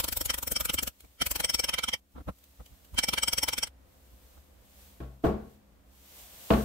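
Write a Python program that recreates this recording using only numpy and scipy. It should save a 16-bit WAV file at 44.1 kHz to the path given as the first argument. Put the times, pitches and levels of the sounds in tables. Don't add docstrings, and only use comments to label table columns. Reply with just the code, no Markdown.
import sys
import numpy as np
from scipy import signal
from scipy.fft import rfft, irfft
from scipy.io import wavfile
from scipy.ndimage import uniform_filter1d

SR = 44100
rng = np.random.default_rng(int(sys.argv[2]) if len(sys.argv) > 2 else 0)


def materialize(psi):
    bounded = np.clip(np.atleast_2d(psi).T, -1, 1)
    quanta = np.round(bounded * 32767).astype(np.int16)
    wavfile.write(sys.argv[1], SR, quanta)


N = 292824
TIME = np.arange(N) / SR
BINS_HZ = np.fft.rfftfreq(N, 1 / SR)
LEFT_RIGHT = np.array([[1], [-1]])

# (frequency [Hz], relative density [dB per Hz])
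AIR_COLOUR = [(20, -14.5), (45, -5), (65, 11), (100, -8.5), (200, -11.5), (400, -17.5), (550, -14.5),
              (900, -21.5), (2000, -28), (6000, -38.5), (15000, -44)]
# (frequency [Hz], level [dB])
HUM_TONES = [(59.5, -71.5), (199.5, -74), (274.3, -74.5), (344.5, -83.5), (517, -82.5)]

# (frequency [Hz], relative density [dB per Hz])
SKIN_COLOUR = [(200, -6), (600, 4.5), (1500, -3.5), (3200, 1), (5000, -2), (9000, 0), (10500, -5),
               (12000, 3), (15000, 1)]
# (time [s], level [dB])
REGRIP_HISS = [(2.0, -105), (2.12, -73), (2.45, -66.5), (2.9, -65.5)]
# (time [s], level [dB])
TURN_HISS = [(3.7, -88), (3.93, -70), (4.35, -65.5), (4.53, -73.5), (4.83, -60), (5.17, -75.5), (5.22, -76),
             (5.25, -53), (5.35, -73.5), (5.55, -70.5), (5.62, -87.5), (5.82, -84), (5.93, -67.5),
             (6.2, -53.5), (6.3, -57), (6.49, -51), (6.51, -48), (6.64, -50)]
REGRIP_GAIN_DB, TURN_GAIN_DB = 3.5, 5
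HOLD_DB, STILL_DB = -64.5, -73.5

# (time [s], strength [dB], squareness [0 = thin crack on the wedge alone, 1 = full on, axe rings],
# place on the head [-1 = wakes wood and bending modes, +1 = wakes higher modes])
HAMMER_BLOWS = [(0.0029, -31.5, 0.33, -0.24), (0.0447, -33.5, 0.18, -0.9), (0.0865, -34.5, 0.31, 0.15),
                (0.1285, -35, 0.13, -0.23), (0.1726, -34.5, 0.0045, -0.25), (0.214, -33.5, 0.16, 0.38),
                (0.2592, -36.0, 0.0, -0.042), (0.303, -29, 0.7, 0.037), (0.344, -34.5, 0.29, -0.17),
                (0.3855, -38.5, 0.097, 0.14), (0.4317, -38.0, 0.07, -0.23), (0.478, -35.5, 0.2, 0.68),
                (0.521, -33, 0.055, 0.068), (0.5658, -32.0, 0.78, 0.77), (0.6095, -32, 0.2, 0.17),
                (0.6555, -34.0, 0.067, -0.1), (0.6988, -31, 0.72, -0.51), (0.7433, -33.5, 0.012, 0.47),
                (0.7893, -31, 0.85, -0.3), (0.833, -36.5, 0, 0.23), (0.8779, -35.5, 0.21, -0.33),
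                (1.2198, -28.5, 0.83, -0.6), (1.2674, -32.5, 0.2, -0.5), (1.315, -33, 0.11, 0.5),
                (1.3607, -33.0, 0.33, -0.51), (1.4037, -32.5, 0.38, -0.98), (1.4476, -29.5, 0.75, 0.67),
                (1.4997, -32, 0.68, 0.89), (1.5472, -29.5, 0.58, 0.94), (1.5973, -31, 0.65, 0.85),
                (1.644, -31.5, 0.72, 0.43), (1.693, -31.0, 0.76, -0.3), (1.7415, -32.0, 0.88, -0.45),
                (1.7895, -34, 0.92, -1.3), (1.8397, -32, 0.8, -0.034), (1.8886, -34, 0.91, -0.52),
                (1.9389, -33.0, 1, -0.34), (2.989, -26.5, 0.93, -0.4), (3.0397, -31.5, 0.75, 0.73),
                (3.0895, -29.5, 0.71, 0.31), (3.1376, -31.5, 0.64, -1.5), (3.184, -31, 0.86, -0.56),
                (3.235, -29.5, 0.76, 0.6), (3.2845, -30, 0.78, 0.53), (3.3343, -30, 0.54, 0.6),
                (3.3849, -30.5, 0.66, 0.76), (3.4355, -29.5, 0.57, 0.83), (3.488, -30, 0.68, -0.3),
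                (3.535, -34.0, 0.75, 0.5), (3.5847, -33, 0.58, 0.38), (3.6348, -32.0, 0.77, 0.73),
                (3.6743, -49.0, 0.52, -0.46)]
# (frequency [Hz], width [Hz], relative level [dB])
AXE_BENDING_MODES = [(2080, 57, -8), (2296, 25, 0.5), (3130, 170, -24.5), (3135, 88, 0.5)]
# (frequency [Hz], width [Hz], relative level [dB])
AXE_HIGHER_MODES = [(4580, 140, -15), (5387, 86, 0), (5650, 24, 2), (6217, 57, -6.5), (8150, 200, -6.5)]
# (frequency [Hz], width [Hz], relative level [dB])
HAMMER_MODES = [(9860, 47, 3.5), (10060, 40, -2.5), (11600, 50, -7.5), (12900, 90, -10.5),
                (15000, 150, -15), (15300, 35, -2.5)]
# (frequency [Hz], relative density [dB per Hz])
KNOCK_COLOUR = [(90, -11.5), (170, 1), (310, 0), (385, -12.5), (520, 4.5), (700, -4.5), (950, 2.5),
                (1120, -6.5), (1330, 3), (1750, -4.5), (3100, -1.5), (4000, -4), (5600, -6.5), (9000, -18)]
# (frequency [Hz], relative density [dB per Hz])
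CRACK_COLOUR = [(150, -8), (310, 6), (390, -10.5), (530, 7.5), (900, -19), (3000, -16), (5500, -12.5),
                (6900, -1.5), (8300, 4.5), (9300, -9), (10700, -11.5), (11400, 3), (15000, 3.5),
                (16000, -6)]
# (frequency [Hz], relative density [dB per Hz])
THUMP_COLOUR = [(20, -23), (38, -11), (60, 7.5), (90, -11), (140, -13.5), (300, -52)]
# (frequency [Hz], left minus right [dB])
SIDE_BALANCE = [(100, -1.5), (1500, -1.5), (3000, -2.5), (5400, 1.5), (8000, 2), (9300, 13), (10500, -1),
                (15000, 2)]
# (at squareness 0 [dB], at squareness 0.5 [dB], at squareness 1 [dB], added per unit of place [dB])
KNOCK_LAW = (-5.5, -3, -3, -2.5)
CRACK_LAW = (3.5, -5.5, -16.5, 1)
AXE_BENDING_LAW = (-20.5, -8.5, 2, -0.5)
AXE_HIGHER_LAW = (-16, -7.5, -2, 8)
HAMMER_LAW = (-8, -9.5, -15, -0.5)
THUMP_LAW = (-6, -15, -16, 0.5)
BLOW_PAN_DB, AIM_SCATTER_DB = 0.97, 1.0

# (time [s], strength [dB], hardness [0 = padded thump, 1 = woody knock])
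AXE_BUMPS = [(1.045, -56.5, 0.84), (2.164, -51.5, 1), (2.184, -49, .97), (2.209, -46.5, 0.68),
             (2.289, -36.5, 1), (2.607, -43.5, 0.46), (2.727, -51.5, 0.05), (2.947, -39.5, 0.37),
             (4.14, -53.5, 0), (4.38, -51.5, 0.37)]
# (frequency [Hz], relative density [dB per Hz])
BUMP_COLOUR = [(60, -27.5), (170, 3.5), (310, 6), (385, -11), (480, -0.5), (800, -6), (1300, -10),
               (2000, -21.5), (4000, -30.5), (9000, -65.5)]
# (time [s], level [dB])
SKIN_RUBS = [(1.007, -53.5), (1.05, -64.5), (2.388, -65.5), (2.441, -58.5), (2.663, -56.5), (2.85, -60),
             (2.946, -56)]
PADDING_DB = 19
BUMP_KNOCK_DB, BUMP_RUB_DB = 1, -31

# (time [s], level [dB], contact softness [ms], brightness corner [Hz],
# deep boom [dB], punch pitch [Hz], punch [dB], crack [dB])
WOODEN_THUDS = [(5.0026, -40.5, 0.65, 1560, 10.5, 328, 5.5, -3),
                (5.2354, -17, 6.1, 820, -5.5, 292, 4.5, -6), (6.5037, -16.5, 1, 1620, 0, 465, -2, 0)]
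# (frequency [Hz], relative density [dB per Hz])
THUD_COLOUR = [(25, -11), (50, 5), (95, -1.5), (200, 0), (450, -1.5), (680, -2.5), (850, -4), (1100, -18.5),
               (1400, -7), (1900, -15), (2900, -15), (5000, -17), (14000, -24)]
# (frequency [Hz], relative density [dB per Hz])
CONTACT_COLOUR = [(200, 2), (650, 1.5), (1300, -6), (2000, -9), (3000, -4.5), (4200, -9), (6000, -44)]
# (frequency [Hz], width [Hz], relative level [dB])
BENCH_MODES = [(225, 27, 8.5), (301, 9.8, 4), (353, 31, 3), (368, 13, -2), (445.4, 20, 7), (584, 12, -0.5),
               (665, 12, 8), (1102, 48, 0.5)]
# (frequency [Hz], relative level [dB], time to fall 60 dB [s])
ROOM_MODES = [(62.1, 0.5, 0.55), (130.6, -7, 0.58), (174.3, -6, 0.29), (212.1, -7, 0.6)]
WALL_S, WALL_DB = .0325, -6

TOP_HZ = 15650


def undb(db):
    return 10 ** (np.asarray(db) / 20)


def colour(points):
    hz, db = np.transpose(points)
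    return undb(np.interp(np.log(BINS_HZ + 1), np.log(hz), db))


def resonances(modes):
    power = sum(undb(db) ** 2 / (1 + ((BINS_HZ - hz) / width) ** 2) ** 2 for hz, width, db in modes)
    return np.sqrt(power)


def noise(gains, alike_hz):
    apart = 1 / np.hypot(1, alike_hz / (BINS_HZ + 1))
    mid, side = rfft(rng.standard_normal((2, N)))
    left_right = np.array([mid + apart * side, mid - apart * side])
    x = irfft(gains * left_right, N)
    return x / x.std()


def walk(rate):
    k = int(SR / rate)
    steps = np.repeat(rng.standard_normal(N // k + 1), k)
    x = uniform_filter1d(uniform_filter1d(steps, k), k)[:N]
    return x / x.std()


def swells(sound, times, levels_db, core_s, rise_s, fall_s, skirt):
    out = np.zeros((2, N))
    for s, db in zip(times, levels_db):
        at = np.arange(max(0, int((s - .05) * SR)), min(N, int((s + .09) * SR)))
        t = at / SR - s
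        spot_db = 3.8 * rng.standard_normal(70)
        spot = undb(np.interp(np.fft.rfftfreq(len(at)), np.linspace(0, .5, len(spot_db)), spot_db))
        contact = irfft(rfft(sound[:, at]) * spot, len(at))
        core = np.exp(-.5 * (t / core_s) ** 2)
        slopes = np.exp(-np.abs(t) / np.where(t < 0, rise_s, fall_s))
        contact = contact * (core + skirt * slopes)
        to_unit_level = np.sqrt(2 * .03 * SR / np.sum(contact ** 2))
        out[:, at] += undb(db) * contact * to_unit_level
    return out


def workshop():
    air = noise(colour(AIR_COLOUR), 250) * undb(-60.0 + 1.2 * walk(6.9))
    hum = 0
    for hz, db in HUM_TONES:
        level = undb(db + 2 * walk(2.3)) * np.sqrt(2)
        hum = hum + level * np.sin(2 * np.pi * hz * TIME + 0.31 * walk(6.5))
    return (air + hum) * undb(np.interp(TIME, [2.3, 2.8, 4.0], [-7, -2, 0]))


def sliding():
    regrip = np.add(REGRIP_HISS, [0, REGRIP_GAIN_DB])
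    turn = np.add(TURN_HISS, [0, TURN_GAIN_DB])
    s, db = np.vstack([regrip, turn]).T
    stroke_db = np.interp(TIME, s, db, left=HOLD_DB) + 0.37 * walk(25)
    gain = np.hypot(undb(stroke_db), undb(STILL_DB))
    return noise(colour(SKIN_COLOUR), 600) * gain


def hammering():
    s, strength_db, square, place = np.transpose(HAMMER_BLOWS)

    def part(law_db):
        return strength_db + np.interp(square, [0, .5, 1], law_db[:-1]) + place * law_db[-1]

    knock = swells(noise(colour(KNOCK_COLOUR), 120), s, part(KNOCK_LAW),
                   core_s=0.004, rise_s=0.008, fall_s=0.01, skirt=1.0)
    crack = swells(noise(colour(CRACK_COLOUR), 100), s, part(CRACK_LAW),
                   core_s=0.0035, rise_s=0.0077, fall_s=0.0087, skirt=1.0)
    bending = swells(noise(resonances(AXE_BENDING_MODES), 100), s, part(AXE_BENDING_LAW),
                     core_s=0.0052, rise_s=0.0083, fall_s=0.0096, skirt=0.99)
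    higher = swells(noise(resonances(AXE_HIGHER_MODES), 100), s, part(AXE_HIGHER_LAW),
                    core_s=0.0046, rise_s=.007, fall_s=0.0095, skirt=1.0)
    hammer = swells(noise(resonances(HAMMER_MODES), 100), s, part(HAMMER_LAW),
                    core_s=0.0056, rise_s=0.009, fall_s=0.0082, skirt=1.0)
    thump = swells(noise(colour(THUMP_COLOUR), 70), s + 0.0038, part(THUMP_LAW),
                   core_s=.009, rise_s=.008, fall_s=0.013, skirt=0.7)
    half = LEFT_RIGHT / 2
    strike = knock + crack + bending + higher + hammer
    strike = irfft(rfft(strike) * colour(SIDE_BALANCE) ** half, N)
    pan_db = BLOW_PAN_DB + AIM_SCATTER_DB * rng.standard_normal(len(s))
    return strike * undb(half * np.interp(TIME, s, pan_db)) + thump


def handling():
    s, strength_db, hardness = np.transpose(AXE_BUMPS)
    knock_db = strength_db + BUMP_KNOCK_DB - PADDING_DB * (1 - hardness)
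    knock = swells(noise(colour(BUMP_COLOUR), 200), s, knock_db,
                   core_s=.007, rise_s=.008, fall_s=.012, skirt=.5)
    thump = swells(noise(colour(THUMP_COLOUR), 150), s, strength_db,
                   core_s=0.014, rise_s=.01, fall_s=.016, skirt=0.69)
    rub_s, rub_db = np.transpose(SKIN_RUBS)
    all_s, all_db = np.r_[rub_s, s], np.r_[rub_db, strength_db + BUMP_RUB_DB]
    rub = swells(noise(colour(SKIN_COLOUR), 300), all_s, all_db,
                 core_s=0.002, rise_s=0.012, fall_s=0.018, skirt=.7)
    return knock + thump + rub


def thuds():
    out = np.zeros((2, N))
    ringing = np.hypot(colour(THUD_COLOUR), resonances(BENCH_MODES))
    for s, db, soft_ms, corner_hz, boom_db, punch_hz, punch_db, crack_db in WOODEN_THUDS:
        start = int(s * SR)
        t = TIME[:N - start]

        def fade(t60_s):
            return np.exp(-np.log(1000) * t / t60_s)

        onset = 1 - np.exp(-(1000 * t / soft_ms) ** 2)
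        dull = 1 / (1 + (BINS_HZ / corner_hz) ** 2) ** 0.78
        contact = noise(colour(CONTACT_COLOUR) * dull, 540)[:, :len(t)]
        crack = undb(crack_db) * fade(t60_s=0.053) * contact
        tail = undb(-1.5) * fade(t60_s=0.42) * noise(ringing * dull, 600)[:, :len(t)]
        punch = undb(punch_db) * fade(t60_s=0.062) * np.sin(2 * np.pi * punch_hz * t)
        echo = undb(WALL_DB) * np.pad(crack, ((0, 0), (int(WALL_S * SR), 0)))[:, :len(t)]
        sound = crack + punch + echo + tail
        for hz, mode_db, t60_s in ROOM_MODES:
            build = 1 - np.exp(-t * hz / 0.85)
            gain = undb(mode_db - 4.5 + boom_db * (hz < 150))
            tone = np.sin(2 * np.pi * (hz * t + rng.random()))
            sound = sound + gain * build * fade(t60_s) * tone
        out[:, start:] += undb(db) * onset * sound
    return out * undb(LEFT_RIGHT)


def scene():
    return workshop() + sliding() + hammering() + handling() + thuds()


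def record(dry):
    lowpass = signal.ellip(10, .2, 80, TOP_HZ, fs=SR, output="sos")
    return signal.sosfilt(lowpass, dry)


dry = scene()
out = record(dry)
materialize(out)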